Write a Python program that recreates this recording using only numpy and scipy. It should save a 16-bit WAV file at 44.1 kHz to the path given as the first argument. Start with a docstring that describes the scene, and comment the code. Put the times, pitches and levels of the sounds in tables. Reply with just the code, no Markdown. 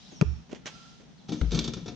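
"""An outdoor basketball court. The ball bounces once: an impact, then free vibration of shell and cavity.
A player plants his feet, jumps and catches it, each contact a dull thud and a scuff of friction noise.
Ball and hand hit the hoop, exciting the normal modes of backboard, steel rim and pole: the pole thuds,
and the released rim rattles against the booming board. Faint birds, a low hum and a hiss lie behind."""
import sys
import numpy as np
from scipy import signal
from scipy.io import wavfile
from scipy.ndimage import uniform_filter1d

SR = 44100
rng = np.random.default_rng(int(sys.argv[2]) if len(sys.argv) > 2 else 0)


def generate_wav(sig):
    """Save sig (samples, or channels by samples) to the path in sys.argv[1] as 16-bit PCM at SR."""
    pcm = np.round(np.clip(np.atleast_2d(sig).T, -1, 1) * 32767).astype(np.int16)
    wavfile.write(sys.argv[1], SR, pcm)


N = 85995
T = np.arange(N) / SR


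def amp(db):
    """Amplitude ratio of a level in decibels."""
    return 10 ** (np.asarray(db) / 20)


def unit_rms(x):
    """Normalisation to an rms of 1."""
    return x / np.sqrt(np.mean(x ** 2) + 1e-20)


def curve_at(points, hz):
    """Interpolation on a logarithmic frequency axis."""
    f, value = np.transpose(points)
    return np.interp(np.log(hz + 1), np.log(f + 1), value)


def pan(db):
    """Level difference, left minus right, as a pair of gains."""
    return amp(np.array([[db], [-db]]) / 2)


def add(mix, start, sound):
    """Superposition: a sound joins the mix at start, in seconds."""
    part = mix[:, max(round(start * SR), 0):][:, :sound.shape[-1]]
    part += sound[..., :part.shape[1]]


def colour(x, spectrum):
    """Minimum-phase filter: the phase follows from the log gain by the Hilbert transform."""
    size = 4096
    log_gain = np.log(amp(curve_at(spectrum, abs(np.fft.fftfreq(size, 1 / SR)))))
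    response = np.exp(np.conj(signal.hilbert(log_gain)))
    taps = np.fft.ifft(response).real[:size // 2]
    return signal.fftconvolve(np.atleast_2d(x), taps[None], axes=1)[:, :x.shape[-1]]


def noise(spectrum, correlation, length=N):
    """Partial coherence: two channels of coloured noise share a common part."""
    left, independent = rng.standard_normal((2, length))
    right = correlation * left + np.sqrt(1 - correlation ** 2) * independent
    return unit_rms(colour(np.array([left, right]), spectrum))


def wander(size):
    """Random modulation: noise of rms 1, smoothed twice over size samples."""
    return unit_rms(uniform_filter1d(uniform_filter1d(rng.standard_normal(N), size), size))


def onset(x, rise):
    """Linear attack lasting rise seconds."""
    return x * np.minimum(T[:x.shape[-1]] / rise, 1)


def envelope(rise, fade):
    """Linear attack, then exponential decay with time constant fade; both in seconds."""
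    return onset(np.exp(-np.maximum(T[:SR // 3] - rise, 0) / fade), rise)


def burst(spectrum, rise, fade, correlation):
    """Broadband transient: noise under a decaying envelope."""
    shape = envelope(rise, fade)
    return noise(spectrum, correlation, len(shape)) * shape


def ring(modes, scatter_db=0, loose=False):
    """Free vibration as damped sines; a loose part, struck anywhere, takes random phases."""
    t = T[:SR * 2 // 3]
    out = np.zeros(len(t))
    for hz, db, t60 in modes:
        strength, phase = rng.standard_normal(2)
        decay = amp(db + scatter_db * strength - 60 * t / t60)
        out += decay * np.sin(2 * np.pi * (hz * t + loose * phase))
    return out


def whistles(notes, warble, ease=1):
    """Frequency modulation: short warbling glides, which level off when ease exceeds 1."""
    out = np.zeros((2, N))
    for start, length, from_hz, to_hz, db, side in notes:
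        progress = T[T < length] / length
        hz = to_hz + (from_hz - to_hz) * (1 - progress) ** ease
        hz *= 1 + warble * wander(size=80)[:len(progress)]
        tone = np.sin(2 * np.pi * np.cumsum(hz) / SR)
        add(out, start, amp(db) * np.sin(np.pi * progress) * tone * pan(side))
    return out


def reverberation(x):
    """Diffuse reflection from fence and trees: convolution with a decaying noise tail."""
    # reverberation time: f/Hz, t60/s
    decay_times = [(100, 0.94), (500, 0.28), (2000, 0.71), (6000, 0.26), (10000, 0.094)]
    hz, t, bands = signal.stft(rng.standard_normal((2, SR * 2 // 3)), SR, nperseg=256)
    decay = amp(-60 * t / curve_at(decay_times, hz)[:, None])
    tail = onset(signal.istft(bands * decay, SR, nperseg=256)[1], rise=0.021)
    return signal.fftconvolve(x, tail / np.linalg.norm(tail[0]), axes=1)[:, :N]


def air():
    """Ambient noise: a low outdoor hum and a hiss among the trees, each slowly amplitude-modulated."""
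    # spectral shapes of hum and hiss: f/Hz, level/dB
    hum_spectrum = [(25, -24.5), (45, -7.5), (70, -3.5), (100, -11.5), (155, 5.5), (230, -0.5),
                    (310, -11.5), (450, -16), (620, -18.5), (790, -15.5), (1100, -24.5), (2000, -25),
                    (4000, -44), (8400, -49), (11000, -53.5)]
    hiss_spectrum = [(800, -3.5), (2000, -6.5), (3200, 2.5), (4500, -1.5), (6000, -0.5), (7200, -7.5),
                     (9000, -7.5)]
    # drift of the hiss: t/s, level/dB
    hiss_levels = [(0, -54.5), (.18, -57), (.3, -58.5), (.45, -63), (.64, -64.5), (.73, -52.5), (.9, -55.5),
                   (1.08, -63), (1.27, -62.5), (1.35, -54.5), (1.5, -54.5), (1.95, -58.5)]
    hum_gain = amp(-52 + 1.3 * wander(size=2500))
    hum = hum_gain * noise(hum_spectrum, correlation=0.19) * pan(db=2)
    hiss_gain = amp(np.interp(T, *np.transpose(hiss_levels)))
    return hum + hiss_gain * noise(hiss_spectrum, correlation=0.12)


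def birds():
    """Scattering by the trees blurs the whistles of distant birds."""
    # notes: t/s, length/s, first f/Hz, last f/Hz, level/dB, L-R/dB
    notes = [(0, .04, 3300, 4200, -53.5, 4), (.02, .04, 4500, 5500, -56, 3),
             (.052, .04, 3000, 4500, -54, 5), (.075, .035, 4700, 5600, -55, 3),
             (.1, .06, 7400, 5900, -53, 2), (.143, .055, 6000, 5400, -49, 2),
             (.19, .21, 5550, 5500, -58, 0), (1.168, .055, 5300, 3200, -59, -3),
             (1.36, .06, 6000, 6300, -53, 3), (1.463, .022, 5900, 4400, -53, 0)]
    song = whistles(notes, warble=0.02, ease=1.6)
    return amp(-4) * song + amp(-6.5) * reverberation(song)


def shoes_and_hands():
    """Impact and friction: soles plant and scrape, then hands catch the ball with a rubbery squeak."""
    # contacts: t/s, rise/s, fade/s, thud level/dB, scuff level/dB, L-R/dB
    contacts = [(0.114, 0.0076, 0.02, -45, -65, -27), (0.4931, 0.0011, 0.025, -48, -59, -4),
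                (0.51, 0.0069, 0.019, -41.5, -50.5, -6), (0.5278, 0.0015, 0.0058, -27.5, -46, -5),
                (0.5479, 0.0005, 0.003, -51, -46.5, -12), (.553, 0.0014, 0.019, -45, -49.5, -4.5),
                (.657, 0.0009, 0.0047, -37, -36, -5.5), (.661, 0.009, 0.018, -53, -35, -3.5),
                (.99, 0.016, .05, -51.5, -64, -9)]
    # spectral shapes of friction and impact: f/Hz, level/dB
    scuff_spectrum = [(150, -26.5), (500, 8.5), (1200, 4.5), (2000, 7.5), (3300, 6.5), (4700, -1.5),
                      (6300, 2), (9000, -8)]
    thud_spectrum = [(40, -38), (110, -5.5), (270, -3.5), (450, -10), (900, -22.5), (3000, -59)]
    # squeaks of the catch: t/s, length/s, first f/Hz, last f/Hz, level/dB, L-R/dB
    squeaks = [(.661, 0.0127, 5470, 6640, -39, 5), (.665, 0.017, 4100, 2200, -40, -3)]
    out = whistles(squeaks, warble=0.042)
    for start, rise, fade, thud_db, scuff_db, side in contacts:
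        scuff = burst(scuff_spectrum, rise, fade, correlation=0.74)
        grit = amp(1.7 * wander(size=30)[:scuff.shape[1]])
        add(out, start, amp(scuff_db) * scuff * grit * pan(side))
        thud = burst(thud_spectrum, rise, fade, correlation=0.61)
        add(out, start, amp(thud_db) * thud * pan(db=2))
    return out + amp(-19.5) * reverberation(out)


def ball_slap(start):
    """Impulsive contact: rubber meets the court in a few ticks, so brief that their spectrum is broad."""
    # ticks of contact: delay/s, level/dB
    contacts = [(0, -6.5), (.0008, 1), (.0021, -10), (0.0101, -8.5)]
    # spectral shape of the slap: f/Hz, level/dB
    spectrum = [(100, -14), (350, 15), (650, -5), (1050, -4), (1350, 0), (1650, -11), (2400, -5.5),
                (2800, -10), (3150, -17.5), (4100, -18.5), (4700, -15), (6800, -16.5), (9000, -25.5)]
    # its stereo balance: f/Hz, L-R/dB
    balance = [(310, 15), (910, -6), (1560, -10), (2700, -1.5), (4600, 2), (8000, -2)]
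    ticks = np.zeros((1, N))
    for delay, db in contacts:
        add(ticks, start + delay, amp([db]))
    slap = amp(5.5) * colour(ticks, spectrum)
    left = colour(slap, [(hz, db / 2) for hz, db in balance])
    right = colour(slap, [(hz, -db / 2) for hz, db in balance])
    out = np.vstack([left, right])
    puff = burst(spectrum, rise=0.0013, fade=0.0019, correlation=0.36)
    add(out, start, amp(-19.5) * puff * pan(db=-12.5))
    return out + amp(-22.5) * reverberation(out)


def ball_body(start):
    """Elastic rebound: the ball squashes with a thump, and its shell and air cavity resonate."""
    # modes of shell and cavity: f/Hz, level/dB, t60/s
    modes = [(414, -21, 0.05), (598, -40, 0.06), (910, -46, 0.091), (1026, -43.5, 0.083),
             (1204, -46.5, 0.09), (1820, -43, 0.042), (2322, -59, 0.06), (3350, -50.5, 0.058)]
    thump_hz, peak_s, width_s, rebound_s = 157, 0.0101, 0.0061, 0.013
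    out = np.zeros((2, N))
    t = T - peak_s
    thump = -np.exp(-(t / width_s) ** 2) * np.cos(2 * np.pi * thump_hz * t)
    add(out, start, amp(-9.5) * thump * pan(db=7.5))
    add(out, start + rebound_s, ring(modes[:1]) * pan(db=5.5))
    add(out, start, amp(4) * ring(modes[1:]) * pan(db=-13.5))
    return out


def low_boom():
    """Gaussian decay: three low, fluttering tones die away after the bounce."""
    # tones: t/s, f/Hz, level/dB, rise/s, fade/s, L-R/dB
    tones = [(.243, 71, -28, .018, .1, -19), (.235, 120, -40, .02, .13, 12), (.225, 162, -40, .02, .13, 4)]
    out = np.zeros((2, N))
    for start, hz, db, rise, fade, side in tones:
        swell = onset(np.exp(-(T / fade) ** 2), rise)
        gain = amp(db + 3 * wander(size=700))
        add(out, start, gain * swell * np.sin(2 * np.pi * hz * T) * pan(side))
    return out


def faint_ring():
    """Random modulation of pitch and level makes a thin ring waver after the catch."""
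    # partials: f/Hz, level/dB, glide/(Hz/s)
    partials = [(1362, -57.5, 10), (4230, -69.5, -350), (5080, -66, -800)]
    start, rise, fade = 0.61, 0.15, 0.18
    waver_hz, flutter_db = 26, 2.5
    out = np.zeros((2, N))
    swell = onset(np.exp(-(np.maximum(T - rise, 0) / fade) ** 2), rise)
    for hz, db, glide in partials:
        cycles = np.cumsum(hz + glide * T + waver_hz * wander(size=300)) / SR
        gain = amp(db + flutter_db * wander(size=600))
        add(out, start, gain * swell * np.sin(2 * np.pi * cycles) * pan(db=-11))
    return out


def backboard(blows):
    """Plate vibration: blows excite the board's low modes; single modes sing as the frame flexes."""
    # plate modes: f/Hz, level/dB, t60/s
    modes = [(121.3, -0.5, 0.23), (141.6, -5.5, 0.63), (165.6, -1, 0.27), (182.7, -0.5, 0.43),
             (228.7, -3.5, 0.5), (251.8, -10, 0.51), (282.1, -6, 0.35), (308.3, -8, 0.38),
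             (363.6, -4, 0.16), (436.4, -8.5, 0.18), (510.5, -19.5, 0.31), (704.6, -17.5, 0.16),
             (804, -15, 0.06)]
    # spectral shape of the panel's rumble: f/Hz, level/dB
    spectrum = [(30, -25), (60, 3), (100, -9), (160, -12), (280, -6), (450, -3), (900, -21), (3000, -57)]
    # modes excited by a pull or release: t/s, f/Hz, level/dB, t60/s
    flexes = [(1.284, 790, -42, .13), (1.288, 132, -31, .25), (1.312, 303, -28, .45),
              (1.518, 452, -28, .13), (1.526, 160, -24, .3), (1.585, 295, -29, .2), (1.82, 162, -32, .2),
              (1.878, 715, -37, .12)]
    rise = 0.0026
    out = np.zeros((2, N))
    for start, db, *_ in blows:
        add(out, start, amp(db) * onset(ring(modes, scatter_db=1.5, loose=True), rise))
        add(out, start, amp(db - 7) * burst(spectrum, rise, fade=0.045, correlation=0.38))
    for start, hz, db, t60 in flexes:
        add(out, start, onset(ring([(hz, db, t60)], loose=True), rise=0.011))
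    return out * pan(db=6)


def rim_ring(blows):
    """Inharmonic modes: the struck steel rim starts with a clack and rings on."""
    # rim modes, and the highest ones that only the hardest clank excites: f/Hz, level/dB, t60/s
    modes = [(1510, -14, .25), (1880, -13, .25), (2990, -7, .2), (3202, -5, .3), (3407, -1, .36),
             (3536, -2, .22), (3582, 1, .32), (3675, -6, .22), (3926, -3, .28), (4397, -3, .28),
             (4716, -4, .28), (4950, -8, .25), (5465, -4, .25), (5825, -3, .25), (6320, -6, .18),
             (7500, -15, .2)]
    top_modes = [(14330, -30.5, .3), (14560, -39, .3)]
    out = np.zeros((2, N))
    for start, _, steel_db, _, rise, fade in blows:
        steel = np.array([ring(modes, scatter_db=0.5, loose=True) for _ in range(2)])
        blended = (steel + 0.5 * steel[::-1]) / 2  # each channel takes in some of the other
        clack = amp(-11.5) + amp(-3) * np.exp(-T[:steel.shape[1]] / fade)
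        add(out, start, amp(steel_db) * onset(blended * clack, rise))
    add(out, start=1.589, sound=onset(ring(top_modes), rise=0.002))
    return out


def chatter(rise, fade):
    """Intermittent contact: loose metal meets in a dying train of unevenly spaced impulses."""
    taps_per_s = 1300
    force = envelope(rise, fade)
    slots = np.arange(int(T[len(force) - 1] * taps_per_s))
    at = ((slots + rng.random(len(slots))) * SR / taps_per_s).astype(int)
    taps = np.zeros(len(force))
    taps[at] = rng.choice([-1, 1], len(at)) * force[at]
    return taps * np.sqrt(SR / taps_per_s)


def resonate(taps, spectrum, correlation):
    """Convolution: every tap excites the same short, dense impulse response of one part."""
    response = burst(spectrum, rise=1 / SR, fade=0.0025, correlation=correlation)
    return signal.fftconvolve(taps, response / np.linalg.norm(response[0]), axes=1)[:, :N]


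def rim_rattle(blows):
    """Repeated impacts of the loose rim give bright clinks, a duller clatter and a shimmer of noise."""
    # spectral shapes of clink and clatter: f/Hz, level/dB
    clink_spectrum = [(1000, -24), (2400, -7.5), (3400, -2), (4200, -4.5), (5000, -7.5), (6000, -0.5),
                      (7000, -5), (9000, -19)]
    clatter_spectrum = [(100, -15), (400, 9.5), (700, -8), (1400, 2.5), (2400, -3.5), (3400, -6),
                        (5000, -6), (6300, -4.5), (9000, -30.5)]
    clink_taps, clatter_taps, shimmer = np.zeros((1, N)), np.zeros((1, N)), np.zeros((2, N))
    for start, _, steel_db, clatter_db, rise, fade in blows:
        add(clink_taps, start, amp(steel_db + 2) * chatter(rise, fade))
        add(clatter_taps, start, amp(clatter_db) * chatter(rise, fade))
        add(shimmer, start, amp(steel_db - 19) * burst(clink_spectrum, rise, fade=0.06, correlation=1))
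    clinks = resonate(clink_taps, clink_spectrum, correlation=0.88)
    clatter = resonate(clatter_taps, clatter_spectrum, correlation=0.89)
    return clinks + clatter + shimmer


def knock():
    """Impact transient: one sharp, broadband knock on the hoop."""
    # spectral shape of the knock: f/Hz, level/dB
    spectrum = [(150, -3.5), (450, -0.5), (750, -10), (1350, 5.5), (2100, -5), (3000, 0), (4500, -7),
                (8000, -20)]
    return amp(-29.5) * burst(spectrum, rise=0.00019, fade=0.0031, correlation=0.75)


def pole():
    """Damped free vibration: the pole thuds once, its pitch starting high and sagging."""
    # pole modes: settled f/Hz, level/dB, t60/s
    modes = [(51.9, -17, 0.63), (65.94, -30.5, 1), (115.7, -25, 0.27), (152, -34.5, 0.75),
             (222, -28.5, 0.2), (435, -35.5, 0.075)]
    pitch_excess, settle_s = 0.313, 0.03
    steady = ring(modes)
    t = T[:len(steady)]
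    warped_time = t + pitch_excess * settle_s * (1 - np.exp(-t / settle_s))
    return onset(np.interp(warped_time, t, steady), rise=0.0039) * pan(db=8.5)


def hoop():
    """Common excitation: the same blows drive board and rim; only the brighter sounds reverberate."""
    # blows: t/s, board level/dB, steel level/dB, clatter level/dB, rise/s, fade/s
    blows = [(1.281, -56, -56, -44, 0.0096, 0.015), (1.291, -36, -42, -48, 0.0032, 0.0012),
             (1.319, -31.5, -47.5, -41, 0.00064, 0.03), (1.4141, -35, -62, -46, 0.00039, 0.0076),
             (1.507, -47.5, -48.5, -42, 0.0026, 0.0066), (1.517, -36, -40, -38.5, 0.0013, 0.014),
             (1.529, -33.5, -60.5, -39.5, 0.0025, 0.065), (1.546, -32.5, -35.5, -39, 0.00079, 0.015),
             (1.574, -31.5, -53, -37, 0.0015, 0.027), (1.5887, -38.5, -27.5, -34.5, 0.0011, 0.0047),
             (1.641, -36, -38, -38, 0.00079, 0.014), (1.6764, -34.5, -40, -34.5, 0.0011, 0.0098),
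             (1.734, -45, -42.5, -37.5, 0.0016, 0.011), (1.766, -38.5, -69, -47, 0.0011, 0.038),
             (1.858, -40.5, -56, -44.5, 0.0029, 0.017), (1.8787, -39.5, -57, -38, 0.0016, 0.014),
             (1.918, -45.5, -63, -54, 0.0031, 0.009)]
    low = backboard(blows)
    bright = rim_ring(blows) + rim_rattle(blows)
    add(bright, start=1.4133, sound=knock())
    add(low, start=1.4135, sound=pole())
    return low + bright + amp(-14) * reverberation(bright)


def scene():
    """Superposition of all sources on the court."""
    bounce_s = 0.2122
    background = air() + birds()
    player = shoes_and_hands()
    bounce = ball_slap(bounce_s) + ball_body(bounce_s) + low_boom()
    return background + player + bounce + faint_ring() + hoop()


def record(dry):
    """Low-pass filtering: a dull microphone, then a band limit at 14.9 kHz."""
    # microphone response: f/Hz, level/dB
    response = [(20, -4.5), (45, -2), (6600, 0.5), (7400, -5.5), (8300, -12.5), (9500, -20.5), (14000, -37)]
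    low_pass = signal.firwin(511, 14900, window=("kaiser", 9), fs=SR)
    return signal.oaconvolve(colour(dry, response), low_pass[None], "same")


dry = scene()
out = record(dry)
generate_wav(out)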